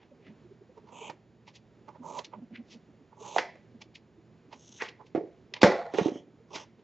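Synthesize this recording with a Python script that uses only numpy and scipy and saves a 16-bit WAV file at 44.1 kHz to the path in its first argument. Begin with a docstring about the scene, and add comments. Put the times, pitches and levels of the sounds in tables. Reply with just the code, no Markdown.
"""A snap-off knife trims a hollow paper-board box on a cutting mat in a quiet classroom with faint ventilation.
Fingers push and scrape the board (swelling noise, low pulses); four strokes tear fibres (filtered clicks)
and ring the box walls, and the blade breaks out with a snap (a decaying tone, box ring and noise burst).
Then the box drops on the mat, something clatters down hard, the table rattles, and the box is shuffled round.
"""
import sys
import numpy as np
from scipy import signal
from scipy.fft import rfft, irfft
from scipy.io import wavfile

SR = 44100
rng = np.random.default_rng(int(sys.argv[2]) if len(sys.argv) > 2 else 0)


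def dump(signal):
    """Clip the signal to [-1, 1] and save it as 16-bit WAV at the path in sys.argv[1]."""
    limited = np.clip(np.atleast_2d(signal).T, -1, 1)
    pcm = np.round(limited * 32767).astype(np.int16)
    wavfile.write(sys.argv[1], SR, pcm)


N = 301203
TIME = np.arange(N) / SR

# resonances of the box wall under the blade: pitch_hz [Hz], width_hz [Hz], level_db [dB]
WALL_MODES = [(200, 160, -5), (428, 110, 2), (643, 200, 2.5), (882.4, 240, 7), (1091, 100, -5.5)]


def amp(db):
    """Turn decibels into a plain multiplier."""
    return 10 ** (np.asarray(db) / 20)


def unit(x):
    """Scale to rms 1."""
    return x / np.sqrt(np.mean(x ** 2))


def add(out, start_s, x):
    """Mix x into out from time start_s."""
    i = int(start_s * SR)
    out[..., i:i + x.shape[-1]] += x[..., :N - i]


def place(x, pan_db):
    """Share a sound between left and right; pan_db is left minus right."""
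    return x * amp(np.array([[pan_db], [-pan_db]]) / 2)


def low_pass(x, hz, order):
    """Take away what lies above hz."""
    return signal.sosfilt(signal.butter(order, hz, fs=SR, output="sos"), x)


def high_pass(x, hz, order):
    """Take away what lies below hz."""
    return signal.sosfilt(signal.butter(order, hz, "high", fs=SR, output="sos"), x)


def colour(x, points, focus_hz=1000, focus_db=0):
    """Causal filter through (Hz, dB) points, falling by focus_db one octave either side of focus_hz."""
    hz, db = np.transpose(points)
    size = 2048
    octave = np.log2(np.clip(np.arange(size // 2 + 1) * SR / size, hz[0], hz[-1]))
    curve_db = np.interp(octave, np.log2(hz), db)
    curve_db = curve_db - focus_db * (octave - np.log2(focus_hz)) ** 2
    # folding the cepstrum (spectrum of the log spectrum) makes the filter respond only after its input
    cepstrum = irfft(np.log(amp(curve_db)))
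    cepstrum[1:size // 2] *= 2
    cepstrum[size // 2 + 1:] = 0
    response = irfft(np.exp(rfft(cepstrum)))
    return signal.fftconvolve(x, response)[:len(x)]


def band(x, hz, width):
    """One resonance, gain 1 at its centre."""
    return signal.lfilter(*signal.iirpeak(hz, hz / width, fs=SR), x)


def ring(x, modes, order=2):
    """Steep-sided resonances side by side, at rms 1."""
    total = 0
    for hz, width, db in modes:
        edges = hz * np.exp(np.array([-.5, .5]) * min(width / hz, 1))
        steep = signal.butter(order, edges, "band", fs=SR, output="sos")
        total = total + amp(db) * signal.sosfilt(steep, x)
    return unit(total)


def walk(rate):
    """Slow random wander around zero: points of spread 1, rate per second, joined by straight lines."""
    knots = np.arange(0, N / SR + 1, 1 / rate)
    return np.interp(TIME, knots, rng.standard_normal(len(knots)))


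def fibres(rate, scatter_db, catch_db):
    """Fibres give way one by one as clicks, in clusters as the edge catches and slips."""
    breaks = rng.random(N) < rate / SR
    size = amp(scatter_db * rng.standard_normal(N) + catch_db * walk(220))
    return breaks * size * rng.choice([-1, 1], N)


def ventilation():
    """Coloured noise makes a soft, restless rush; wavering sines make motor hum and a thin electrical whine."""
    # spectrum of the rush: pitch_hz [Hz], level_db [dB per Hz, relative]
    air_colour = [(15, -67), (25, -22.5), (109, -7.5), (164, -6.5), (195, -6.5), (220, -3), (273, -11.5),
                  (356, -7.5), (453, -12), (537, -17), (1140, -26), (1890, -28.5), (2710, -32),
                  (7120, -43.5), (8030, -58.5), (10400, -88.5), (17700, -120)]
    # stereo balance of the rush: pitch_hz [Hz], left_minus_right_db [dB]
    balance = [(60, -5), (100, -6.5), (180, -2.5), (300, -3), (520, -2.5), (880, -6), (1510, -1.5),
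               (2590, -1), (4430, 1), (7580, 1)]
    # hum and whine: pitch_hz [Hz], typical level_db [dB rms]
    hum_tones = [(119.5, -70), (162, -72), (355, -83.5), (6901, -95.5)]
    mid, side = (unit(colour(rng.standard_normal(N), air_colour)) for _ in range(2))
    ears = []
    for sign in (1, -1):
        tilt = [(hz, sign * db / 2) for hz, db in balance]
        ears.append(colour(mid + .11 * sign * side, tilt))
    hum = np.zeros(N)
    for hz, db in hum_tones:
        level = amp(db + 2 * walk(5.0)) * np.sqrt(2)  # a sine peaks above its rms
        hum += level * np.sin(2 * np.pi * hz * TIME + .7 * walk(7.4))
    rush_db = -61 + 1.0 * walk(5)
    return amp(rush_db) * np.array(ears) + hum


def bumps():
    """Soft finger pushes: a few low cycles of a flexing wall, over the faint shifting of the hands."""
    # firm changes of grip flex the box: centre_s [s], nominal level_db [dB], pitch_hz [Hz]
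    grips = [(0.122, -48.5, 557), (0.305, -44, 217), (0.457, -46.5, 352), (0.52, -44, 396),
             (0.62, -47.5, 400), (0.7, -48.5, 525), (0.78, -45.5, 430), (1.021, -38.5, 454),
             (2.015, -39, 250), (2.385, -40.5, 212), (2.432, -38, 249), (2.529, -38.5, 227),
             (2.602, -35.5, 233), (2.762, -43.5, 236), (3.219, -41, 426), (3.757, -45.5, 235)]
    push_cycles = 2.7  # half length of a push, in cycles of the wall
    # light pushes in between: rate, nominal level, its largest scatter and the middle pitch
    fidgets_per_s, fidget_db, scatter_db, fidget_hz = 5, -52.5, 0.5, 324
    rub = ring(fibres(rate=900, scatter_db=3, catch_db=3), [(300, 200, 0), (480, 200, -4)])
    out = amp(-74.5 + 1.5 * walk(24)) * rub
    waver = .9 * walk(90)  # phase wander in radians
    gap, size, pitch = rng.random(size=(80, 3)).T
    fidget_s = np.cumsum(-np.log(1 - gap)) / fidgets_per_s
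    fidgets = zip(fidget_s, fidget_db + scatter_db * (2 * size - 1), fidget_hz * 2 ** (pitch - .5))
    for centre_s, db, hz in [*grips, *fidgets]:
        half = push_cycles / hz
        near = np.abs(TIME - centre_s) < 4 * half
        t = TIME[near] - centre_s
        swell = np.exp(-(t / half) ** 2 / 2)
        flex = 0.79 * np.cos(2 * np.pi * hz * t + waver[near])
        out[near] += amp(db) * swell * (flex + 0.074 * rub[near])
    return place(out, -2.5)


def scrapes():
    """Brief slips of blade and board swell and die as fibre clicks filtered into a rasp and a wall drone."""
    # slips and ticks: peak_s [s], rise_s [s], rasp_db [dB], nominal rasp_hz [Hz], wall_db [dB]
    slips = [(0.031, 0.042, -66, 2580, -67.5), (0.281, 0.028, -58.5, 2380, -76),
             (0.779, 0.0075, -71, 3340, -52), (0.892, 0.017, -67, 3320, -53.5),
             (1.1, 0.0022, -45.5, 3150, -37), (1.481, 0.0064, -52, 3200, -53),
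             (1.557, 0.0078, -52, 3420, -70), (1.887, 0.0039, -62, 3420, -42),
             (1.961, 0.014, -72, 2700, -52.5), (2.19, 0.0024, -39.5, 3400, -44.5),
             (2.247, 0.0025, -42.5, 3330, -75.5), (2.338, 0.006, -58.5, 1890, -40),
             (2.559, 0.01, -45.5, 2330, -78), (2.729, 0.022, -52.5, 3530, -71),
             (3.131, 0.0074, -85, 3150, -54.5), (3.256, 0.012, -63, 3120, -44.5),
             (3.384, 0.0024, -27.5, 2500, -36), (3.818, 0.0045, -46, 3270, -54.5),
             (3.956, 0.0042, -46, 3180, -76), (4.532, 0.0086, -50.5, 2980, -45.5),
             (4.815, 0.0076, -33, 2030, -45.5), (4.861, 0.026, -45.5, 2550, -61),
             (4.888, 0.0033, -44, 2900, -68), (5.01, 0.0072, -75, 2430, -47.5),
             (5.068, 0.0088, -62.5, 3320, -74), (5.538, 0.00025, -29.5, 2970, -45.5),
             (5.567, 0.011, -45, 2720, -47.5), (5.618, 0.0016, -25.5, 3230, -29),
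             (6.559, 0.0086, -37, 3500, -40), (6.796, 0.005, -70.5, 2840, -69)]
    # broad colour of the rasp: pitch_hz [Hz], level_db [dB]
    rasp_colour = [(700, -24), (1300, -1), (2000, 5), (2800, 1), (4000, -2.5), (5200, 1), (7000, 3),
                   (9000, -19.5)]
    # rise and fall of a typical slip; a slower one also dies more slowly
    typical_rise_s, typical_fall_s, fall_power = 0.017, 0.016, 0.33
    tear = fibres(rate=7000, scatter_db=3, catch_db=2)
    rasp, drone = np.zeros(N), np.zeros(N)
    for peak_s, rise, rasp_db, hz, wall_db in slips:
        fall = typical_fall_s * (rise / typical_rise_s) ** fall_power
        near = (TIME > peak_s - 6 * rise) & (TIME < peak_s + 7 * fall)
        t = TIME[near] - peak_s
        swell = np.exp(-np.maximum(-t / rise, t / fall))
        strength = np.sqrt(np.mean(swell ** 2))
        focus_hz = 3100 * (hz / 3100) ** 1.13  # spreads the pitches a little further apart
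        grit = colour(tear[near], rasp_colour, focus_hz=focus_hz, focus_db=13.5)
        rasp[near] += amp(rasp_db) * strength * unit(swell * grit)
        drone[near] += amp(wall_db) * strength * unit(swell * ring(tear[near], WALL_MODES))
    return place(rasp, -.5) + place(drone, -7.0)


def strokes():
    """Long pulls: the blade bites and tearing fibres drive the box wall, the cut and the thin steel edge."""
    # pulls of the blade, then the box sliding, with nominal levels for the pressure at the end:
    # start_s [s], length_s [s], wall_db [dB], rasp_db [dB], hiss_db [dB], rasp_hz [Hz], rasp_width_hz [Hz],
    # hiss_hz [Hz], pressure_growth [dB per s, negative where it eases]
    pulls = [(0.913, 0.17, -48, -50, -58, 2750, 970, 6830, 28),
             (2.031, 0.16, -40.5, -56, -55.5, 2990, 2200, 6520, 41.5),
             (3.176, 0.2, -45, -48.5, -51, 3090, 1610, 6460, 44.5),
             (4.52, 0.32, -75, -58, -57.5, 3300, 1120, 6070, 29),
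             (5.929, 0.15, -45.5, -49.5, -54.5, 3105, 1380, 5800, -9.5),
             (6.109, 0.076, -65.5, -57.5, -65, 3110, 455, 5900, -0.5),
             (6.508, 0.11, -51.5, -54.5, -56, 2950, 1004, 5670, 2)]
    attack_s, release_s = 0.012, 0.018
    bite_s, bite_attack_s = 0.022, 0.024  # the wall sounds first; the edge sinks in later and more gradually
    rasp_growth = 1.9  # tearing grows faster with pressure than drone and hiss do
    wall_top_hz = 1170  # the board is too limp to drone above this
    hiss_width_hz = 1240
    out = np.zeros((2, N))
    tear = fibres(rate=4500, scatter_db=4, catch_db=2.5)
    for start, length, wall_db, rasp_db, hiss_db, rasp_hz, rasp_width, hiss_hz, growth in pulls:
        near = (TIME > start - .1) & (TIME < start + length + .1)
        t, grains = TIME[near] - start, tear[near]
        pressure_db = growth * np.minimum(t - length, 0)
        release = np.exp(-np.maximum(t - length, 0) / release_s)
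        touch = release * (1 + np.tanh(t / attack_s)) / 2
        bite = release * (1 + np.tanh((t - bite_s) / bite_attack_s)) / 2
        drone = low_pass(ring(grains, WALL_MODES), wall_top_hz, order=6)
        wall = touch * amp(wall_db + pressure_db) * drone
        fibre_tone = ring(grains, [(rasp_hz, rasp_width, 0)], order=3)
        rasp = bite * amp(rasp_db + rasp_growth * pressure_db) * fibre_tone
        edge_tone = ring(grains, [(hiss_hz, hiss_width_hz, 0), (6330, 160, -2)])
        hiss = bite * amp(hiss_db + pressure_db) * edge_tone
        out[:, near] += place(wall, -7.5) + rasp + hiss
    return out


def knock(body_db, hz, decay, rattle, crack_db, pan_db):
    """The struck panel swings, its chatter rings the whole box, and the paper face cracks."""
    # ring of the box on the table: pitch_hz [Hz], width_hz [Hz], level_db [dB]
    box_modes = [(138, 92, -5), (166, 23, -5.5), (295, 11, -15), (431, 390, 4.5), (591, 81, 1.5),
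                 (688, 60, 6.5), (840, 320, 0.5), (1104, 86, -7), (1440, 93, -9.5), (1883, 580, -14)]
    # colour of the paper crack: pitch_hz [Hz], level_db [dB]
    crack_colour = [(300, -6.5), (900, 7.5), (1400, 4.5), (2100, 7.5), (2800, -5.5), (3800, -12),
                    (5200, -6), (7000, -15), (9000, -37.5)]
    t = TIME[:SR // 4]
    panel = np.sin(2 * np.pi * hz * t) * np.exp(-t / decay) * (1 - np.exp(-t / 0.00062))
    contact = 0.3 * rng.standard_normal(len(t)) * np.exp(-t / 0.011)
    contact[0] += 2  # the first touch
    box = np.zeros(len(t))
    for k, (mode_hz, width, db) in enumerate(box_modes):
        box += (-1) ** k * amp(db) * band(contact, mode_hz, width)  # neighbours swing in opposite senses
    body = amp(body_db) * (1.255 * panel + 1.06 * rattle * box / np.abs(box).max())
    # a soft contact has little crack and stirs only the low modes
    top_hz = np.clip(7000 * amp(0.46 * (crack_db - body_db)), 900, 9000)
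    body = low_pass(body, top_hz, order=2)
    crack = unit(colour(rng.standard_normal(len(t)), crack_colour))
    crack *= np.exp(-t / 0.0014) + 0.18 * np.exp(-t / 0.032)  # a quick burst and a fainter tail
    # a small panel cannot radiate far below its own note
    return high_pass(place(body, pan_db) + amp(crack_db) * crack, 0.43 * hz, order=3)


def classroom(x):
    """Reflections build up after a short gap and arrive in uneven clusters; each band dies at its own pace."""
    # echo bands: pitch_hz [Hz], t60_s [s to fall 60 dB], level_db [dB, relative]
    echo_bands = [(120, 0.43, -9), (272, 0.3, -4), (510, .33, 5), (780, .3, -0.5), (1400, 0.13, 2),
                  (2000, 0.4, -1.5), (2820, 0.47, -7), (4220, 0.3, 1.5), (7800, 0.15, -8)]
    t = TIME[:int(.8 * SR)]
    hz, t60, db = np.transpose(echo_bands)
    octave = np.log2(np.arange(len(t) // 2 + 1) * SR / len(t) + 1)  # +1 Hz avoids log of zero
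    clusters = amp(2 * walk(140)[:len(t)])
    noise = rfft(rng.standard_normal((2, len(t))) * clusters)
    tail = np.zeros((2, len(t)))
    for k, share in enumerate(np.eye(len(hz))):
        # each band fades into its neighbours
        part = irfft(noise * np.interp(octave, np.log2(hz), share), len(t))
        tail += amp(db[k]) * part * np.exp(-np.log(1000) * t / t60[k])
    tail *= np.clip((t - .004) / 0.0047, 0, 1) / np.sqrt(0.019 * SR)
    mid, side = (signal.fftconvolve(x, h)[:N] for h in tail)
    return place(mid, -1.5) + .15 * side * np.array([[1], [-1]])


def table_top():
    """The hardest blow sets the table and loose things on it rattling; each resonance dies at its own pace."""
    # rattling resonances: pitch_hz [Hz], width_hz [Hz], level_db [dB], t60_s [s to fall 60 dB]
    table_modes = [(527, 130, -24, 0.56), (692, 52, -27, 0.77), (793, 110, -28, 0.7),
                   (1094, 119, -33, 0.57), (1350, 220, -29.5, 0.48), (1860, 200, -38.5, 0.63),
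                   (4100, 900, -41.5, 0.51), (6100, 1200, -50, 0.5)]
    start_s = 5.632
    t = TIME[:SR // 2]
    out = np.zeros(N)
    chatter = fibres(rate=3000, scatter_db=3, catch_db=3)[:len(t)]  # the same random clicks serve as rattle
    rattle = np.zeros(len(t))
    for hz, width, db, t60 in table_modes:
        rattle += amp(db) * ring(chatter, [(hz, width, 0)]) * np.exp(-np.log(1000) * t / t60)
    add(out, start_s, rattle * (1 - np.exp(-t / 0.0044)))
    return place(out, -1)


def scene():
    """Cutting, handling and knocks on the table, with the classroom's echo and ventilation."""
    # snaps, knocks and their rebounds: start_s [s], nominal body_db [dB], panel_hz [Hz],
    # rattle [nominal share], crack_db [dB], left_minus_right_db [dB, body only]
    knocks = [ (1.097, -32, 790, 0.32, -44, -9), (2.19, -30.5, 910, 0.29, -40.5, -16.5),
              (3.3626, -8, 737, 0.16, -28, -6), (3.3833, -12.5, 944, 0.29, -17.5, -4),
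              (3.389, -23, 466, 0.22, -34, -10), (3.555, -47.5, 655, 0.93, -55, -5),
              (4.821, -28.5, 474, 0.5, -24, -7), (5.149, -16.5, 331, 0.43, -44.5, -5),
              (5.158, -22.5, 516, 0.57, -44, -6.5), (5.176, -20, 325, 0.39, -51.5, -4),
              (5.209, -27.5, 410, 0.15, -69, -4), (5.236, -31.5, 370, 0.1, -72, -5),
              (5.274, -38.5, 390, 0.08, -75.5, -3.5), (5.631, -5, 284, 0.78, -8, -1.5),
              (5.639, -12, 192, 0.6, -13.5, -2), (5.657, -13, 355, 0.36, -24.5, 0),
              (5.7, -36, 233, 0.5, -44, -8), (5.938, -23.5, 372, 0.36, -35.5, -2.5),
              (5.945, -23.5, 332, 0.57, -37.5, -6), (5.985, -10.5, 424, 0.42, -25.5, -7.5),
              (6.011, -23, 193, 0.72, -57, -3.5), (6.058, -12.5, 306, 0.26, -51, -6.5),
              (6.083, -18, 368, 0.12, -38, -7.5), (6.117, -27, 266, 0.28, -72, -3),
              (6.157, -31.5, 285, 0.27, -53, -2.5), (6.561, -33.5, 438, 0.31, -31.5, -6.5)]
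    panel_cycles = 1.7  # a struck panel dies within a few swings
    # blows through the table are central and fill the room; those on the box alone sound right and stay dry
    central_room_db, room_per_pan = -4.5, 0.95  # room level of a central blow; dB lost per dB off centre
    handling = strokes() + scrapes() + bumps()
    blows = np.zeros((2, N))
    to_room = amp(-20.0) * handling.mean(axis=0)
    for start_s, body_db, hz, rattle, crack_db, pan_db in knocks:
        blow = knock(body_db, hz, panel_cycles / hz, rattle, crack_db, pan_db)
        add(blows, start_s, blow)
        # pan_db is negative to the right, so it lowers the room level
        add(to_room, start_s, amp(central_room_db + room_per_pan * pan_db) * blow.mean(axis=0))
    return handling + blows + table_top() + classroom(to_room) + ventilation()


def record(dry):
    """A speech microphone: rounded peaks, no deep bass and nothing above the sibilants."""
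    top_hz = 7700
    thin = high_pass(np.tanh(dry), 48, order=2)
    return low_pass(thin, top_hz, order=16)


dry = scene()
out = record(dry)
dump(out)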